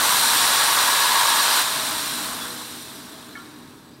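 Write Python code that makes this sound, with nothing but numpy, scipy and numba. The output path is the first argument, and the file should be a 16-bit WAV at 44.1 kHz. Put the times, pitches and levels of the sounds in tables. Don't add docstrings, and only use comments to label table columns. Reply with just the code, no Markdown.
import sys
import numpy as np
from scipy import signal
from scipy.fft import rfft, irfft
from scipy.io import wavfile
from numba import njit

SR = 44100
rng = np.random.default_rng(int(sys.argv[2]) if len(sys.argv) > 2 else 0)


def inscribe(sig):
    pcm = np.round(np.clip(np.atleast_2d(sig).T, -1, 1) * 32767)
    wavfile.write(sys.argv[1], SR, pcm.astype(np.int16))


N = 176400

# (time [s], level [dB])
MACHINE_LEVEL = [(0, -41), (1.0, -47.5), (1.55, -46.5), (1.7, -44), (2.1, -42), (2.8, -45), (4, -47.5)]
# (frequency [Hz], relative level [dB])
RUMBLE_COLOUR = [(25, -42), (50, -15.5), (80, -8), (135, -6), (180, -4.5), (250, -0.5), (305, 0),
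                 (345, -6.5), (400, -4), (520, -14.5), (1000, -17), (2500, -26.5), (8000, -34)]
# (frequency [Hz], relative level [dB])
HUM_TONES = [(135, -12), (245, -7), (290, -11.5), (307, -8)]
# (time [s], level [dB])
WHINE_LEVEL = [(0, -90), (3.4, -82), (3.52, -73), (3.6, -76), (3.7, -66), (3.79, -75), (3.87, -65),
               (3.96, -70), (4, -72)]
# (time [s], level [dB])
SQUEAK_LEVEL = [(0, -95), (3.6, -78), (3.92, -76), (3.96, -63), (4, -68)]
# (frequency [Hz], level [dB], peak time [s], half length [s])
SHELL_TONES = [(467.5, -46.5, 0.18, 0.37), (637, -44.5, 1.81, 0.44), (488, -49.5, 2.44, .18),
               (642, -53.5, 3.08, 0.21)]
# (time [s], level [dB], favoured frequency [Hz])
CLANK_HITS = [(3.353, -33, 1950), (3.371, -36.5, 1150), (3.392, -42, 1350)]
# (frequency [Hz], relative level [dB], ring time [s])
CLANK_MODES = [(1114, 4, 0.054), (1277, 3, .06), (1385, 2.5, 0.13), (1740, 9, 0.05), (2210, 2, 0.075)]
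# (time [s], frequency [Hz], level [dB], ring time [s])
CLINKS = [(2.41, 3430, -29, 0.2), (2.712, 11900, -42, .06)]
# (time [s], relative level [dB])
CLATTER_LEVEL = [(0, -24.5), (.5, -25), (.85, -24), (1.3, -26.5), (1.61, -24), (1.645, -27.5), (2.0, -32.5),
                 (2.45, -36.5), (2.7, -45), (3.1, -47), (3.6, -51), (4, -64)]
# (frequency [Hz], relative level [dB])
PILE_COLOUR = [(30, -58), (90, -20.5), (200, -27.5), (520, -13.5), (760, -6.5), (920, -2), (1100, 0.5),
               (1230, -3), (1450, -2), (1660, -2.5), (1950, -9.5), (2600, -18.5), (6000, -54.5)]
# (time [s], relative level [dB])
STEEL_LEVEL = [(0, -32.5), (.45, -27), (.7, -27), (1.0, -23.5), (1.3, -23), (1.45, -26.5), (1.61, -33),
               (1.65, -34), (2.0, -48), (2.6, -63), (4, -58.5)]
# (frequency [Hz], relative level [dB], ring time [s])
STEEL_MODES = [(486, -21, 0.46), (598, -16, 0.8), (930, 1.5, 0.31), (965, -3, 0.15), (1004, 3, 0.14),
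               (1102, 3, 0.096), (1128, -17.5, 0.089), (1294, -9.5, 0.23), (1672, 1, 0.098),
               (1683, -13, 0.15), (1860, -7, 0.19)]
# (time [s], boost [dB])
CLUMPS = [(.11, 9), (.285, 4), (.448, 6), (.605, 8), (.685, 7), (.83, 2), (.89, 5), (1.025, 2), (1.16, 4.5),
          (1.218, 3), (1.32, 3.5), (1.395, 6)]
# (time [s], level [dB])
HISS_LEVEL = [(0, -21.5), (.22, -20), (.6, -19.5), (1.1, -20.5), (1.615, -19.5), (1.645, -24.5),
              (2.15, -29), (2.5, -35), (3.0, -42), (3.3, -46), (3.58, -49.5), (4, -57.5)]
# (frequency [Hz], relative level [dB])
CHIP_COLOUR = [(40, -71), (300, -19), (1200, -12.5), (2100, -9), (3000, -6), (3550, -2), (3950, -0.5),
               (4450, -5), (5400, -7.5), (5850, -5), (6450, -13.5), (7000, -7), (7550, -10.5), (8200, -6),
               (8750, -3.5), (9500, -11.5), (10100, -8), (11100, -13.5), (11950, -6.5), (12700, -17.5),
               (15600, -17.5)]
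# (time [s], treble boost [dB])
BRIGHTNESS = [(0, 3), (.5, 0.6), (1.5, -0.2), (2.2, 1.8), (2.9, 1.9), (3.4, -2.5), (4, -3.5)]
# (frequency [Hz], relative level [dB], ring time [s])
LIP_MODES = [(3827, -3, 0.016), (4023, -1, 0.03), (12100, -4, .012)]

FULL_HISS_DB, FULL_HITS_PER_S = -20.5, 22000
LIP_DB, LIP_FOLLOW = -33.5, 0.89
HUM_DB, PILE_DB, STEEL_DB = -1, 0.1, -1
HALL_RING_S, HALL_DELAY_S = 0.75, 0.013
CLANK_SPREAD_OCTAVES, CLUMP_HALF_LENGTH_S = 0.39, 0.0095
TREBLE_HZ, TOP_HZ = 6540, 15750


def gain(db):
    return 10 ** (np.asarray(db) / 20)


def unit(x):
    return x / np.sqrt(np.mean(x ** 2))


def curve(rows):
    return np.interp(np.arange(N) / SR, *np.array(rows).T)


def bump(x, centre, width):
    return np.exp(-.5 * ((x - centre) / width) ** 2)


def wander(speed_hz):
    hz = np.fft.rfftfreq(N, 1 / SR)
    return unit(irfft(rfft(rng.standard_normal(N)) * np.exp(-(hz / speed_hz) ** 2), N))


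def colour(x, points):
    hz, db = np.array(points).T
    all_hz = np.maximum(np.fft.rfftfreq(N, 1 / SR), 1)
    gains = gain(np.interp(np.log(all_hz), np.log(hz), db))
    cepstrum = irfft(np.log(gains), N)
    cepstrum[1:N // 2] *= 2
    cepstrum[N // 2 + 1:] = 0
    return unit(irfft(rfft(x) * np.exp(rfft(cepstrum)), N))


def tone(hz, waver_hz, flutter_db, speed_hz):
    phase = 2 * np.pi * np.cumsum(hz + waver_hz * wander(speed_hz)) / SR
    return unit(np.sin(phase) * gain(flutter_db * wander(speed_hz)))


def strike(start, hz, ring_s, rise_s):
    age = np.clip(np.arange(N) / SR - start, 0, 2 * ring_s)
    loudness = (1 - np.exp(-age / rise_s)) * np.exp(-np.log(1000) * age / ring_s)
    return loudness * np.sin(2 * np.pi * hz * age)


def ringing_metal(hits, modes):
    out = np.zeros(N)
    for hz, db, ring_s in modes:
        pole = np.exp((2j * np.pi * hz - np.log(1000) / ring_s) / SR)
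        out += gain(db) * unit(signal.lfilter([1], [1, -pole], hits + 1e-18).imag)
    return unit(out)


def collisions(hits_per_s, scatter_db):
    hits = (rng.random(N) < hits_per_s / SR) * np.sign(rng.standard_normal(N))
    sizes = gain(scatter_db * rng.standard_normal(N))
    return unit(hits * sizes / np.sqrt(hits_per_s))


def hall(x, echo_db):
    t = np.arange(SR) / SR
    tail = rng.standard_normal(SR) * np.exp(-np.log(1000) * t / HALL_RING_S) * (t > HALL_DELAY_S)
    echoes = signal.fftconvolve(x, tail / np.sqrt(np.sum(tail ** 2)))[:N]
    return (x + gain(echo_db) * echoes) / np.hypot(1, gain(echo_db))


def machine():
    rumble = colour(rng.standard_normal(N), RUMBLE_COLOUR)
    hum = sum(gain(db) * tone(hz, waver_hz=2.53, flutter_db=3.5, speed_hz=10.4) for hz, db in HUM_TONES)
    whine = tone(hz=8000, waver_hz=8, flutter_db=2, speed_hz=36) * gain(curve(WHINE_LEVEL))
    squeak = tone(hz=4870, waver_hz=8, flutter_db=5, speed_hz=40) * gain(curve(SQUEAK_LEVEL))
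    return (rumble + gain(HUM_DB) * hum) * gain(curve(MACHINE_LEVEL)) + whine + squeak


def drum_shell():
    t = np.arange(N) / SR
    return sum(tone(hz, waver_hz=2.12, flutter_db=2.5, speed_hz=22) * gain(db) * bump(t, peak, width)
               for hz, db, peak, width in SHELL_TONES)


def clank():
    out = np.zeros(N)
    for start, hit_db, favoured_hz in CLANK_HITS:
        for hz, mode_db, ring_s in CLANK_MODES:
            share = bump(np.log2(hz), np.log2(favoured_hz), CLANK_SPREAD_OCTAVES)
            out += gain(hit_db + mode_db) * share * strike(start, hz, ring_s, rise_s=0.0024)
    return hall(out, echo_db=-10)


def clinks():
    return sum(gain(db) * strike(start, hz, ring_s, rise_s=0.0037) for start, hz, db, ring_s in CLINKS)


def landing_stream(hits_per_s):
    t = np.arange(N) / SR
    pile_hits = collisions(.4 * hits_per_s, scatter_db=2) * gain(0.94 * wander(speed_hz=22))
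    pile = colour(hall(pile_hits, echo_db=-7), PILE_COLOUR) * gain(PILE_DB + curve(CLATTER_LEVEL))
    steel_hits = np.diff(collisions(hits_per_s, scatter_db=5), prepend=0)
    steel = ringing_metal(steel_hits, STEEL_MODES)
    clump_db = sum(db * bump(t, when, CLUMP_HALF_LENGTH_S) for when, db in CLUMPS)
    return pile + steel * gain(STEEL_DB + curve(STEEL_LEVEL) + clump_db)


@njit
def pings(hits, hz, ring_s):
    out = np.zeros(len(hits))
    for i in range(len(hits)):
        if hits[i] != 0:
            swing = hits[i] + 0j
            turn_and_fade = np.exp((2j * np.pi * hz[i] - 6.9 / ring_s[i]) / SR)
            for k in range(i, min(len(hits), i + int(ring_s[i] * SR))):
                out[k] += swing.imag
                swing *= turn_and_fade
    return out


def chips(hits_per_s, fade_db):
    pitch_hz = rng.uniform(1500, TOP_HZ, N)
    ring_s = 0.011 * 2 ** rng.uniform(-1.6, 2.84, N)
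    tinkle = unit(pings(collisions(hits_per_s, scatter_db=4.5), pitch_hz, ring_s))
    ticks = gain(3) * collisions(hits_per_s, scatter_db=3)
    flicker_db = 0.18 * wander(speed_hz=200)
    hiss = colour(hall(tinkle + ticks, echo_db=-8), CHIP_COLOUR)
    treble = signal.sosfiltfilt(signal.butter(2, TREBLE_HZ, "high", fs=SR, output="sos"), hiss)
    hiss += (gain(curve(BRIGHTNESS)) - 1) * treble
    lip = ringing_metal(collisions(.2 * hits_per_s, scatter_db=1), LIP_MODES)
    return hiss * gain(curve(HISS_LEVEL) + flicker_db) + lip * gain(LIP_DB + LIP_FOLLOW * fade_db)


def scene():
    fade_db = curve(HISS_LEVEL) - FULL_HISS_DB
    hits_per_s = FULL_HITS_PER_S * gain(fade_db) ** .4
    pour = chips(hits_per_s, fade_db) + landing_stream(hits_per_s)
    mono = pour + drum_shell() + machine() + clinks() + clank()
    return np.array([mono, mono])


def record(dry):
    return signal.sosfilt(signal.ellip(12, .1, 90, TOP_HZ, fs=SR, output="sos"), dry)


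dry = scene()
out = record(dry)
inscribe(out)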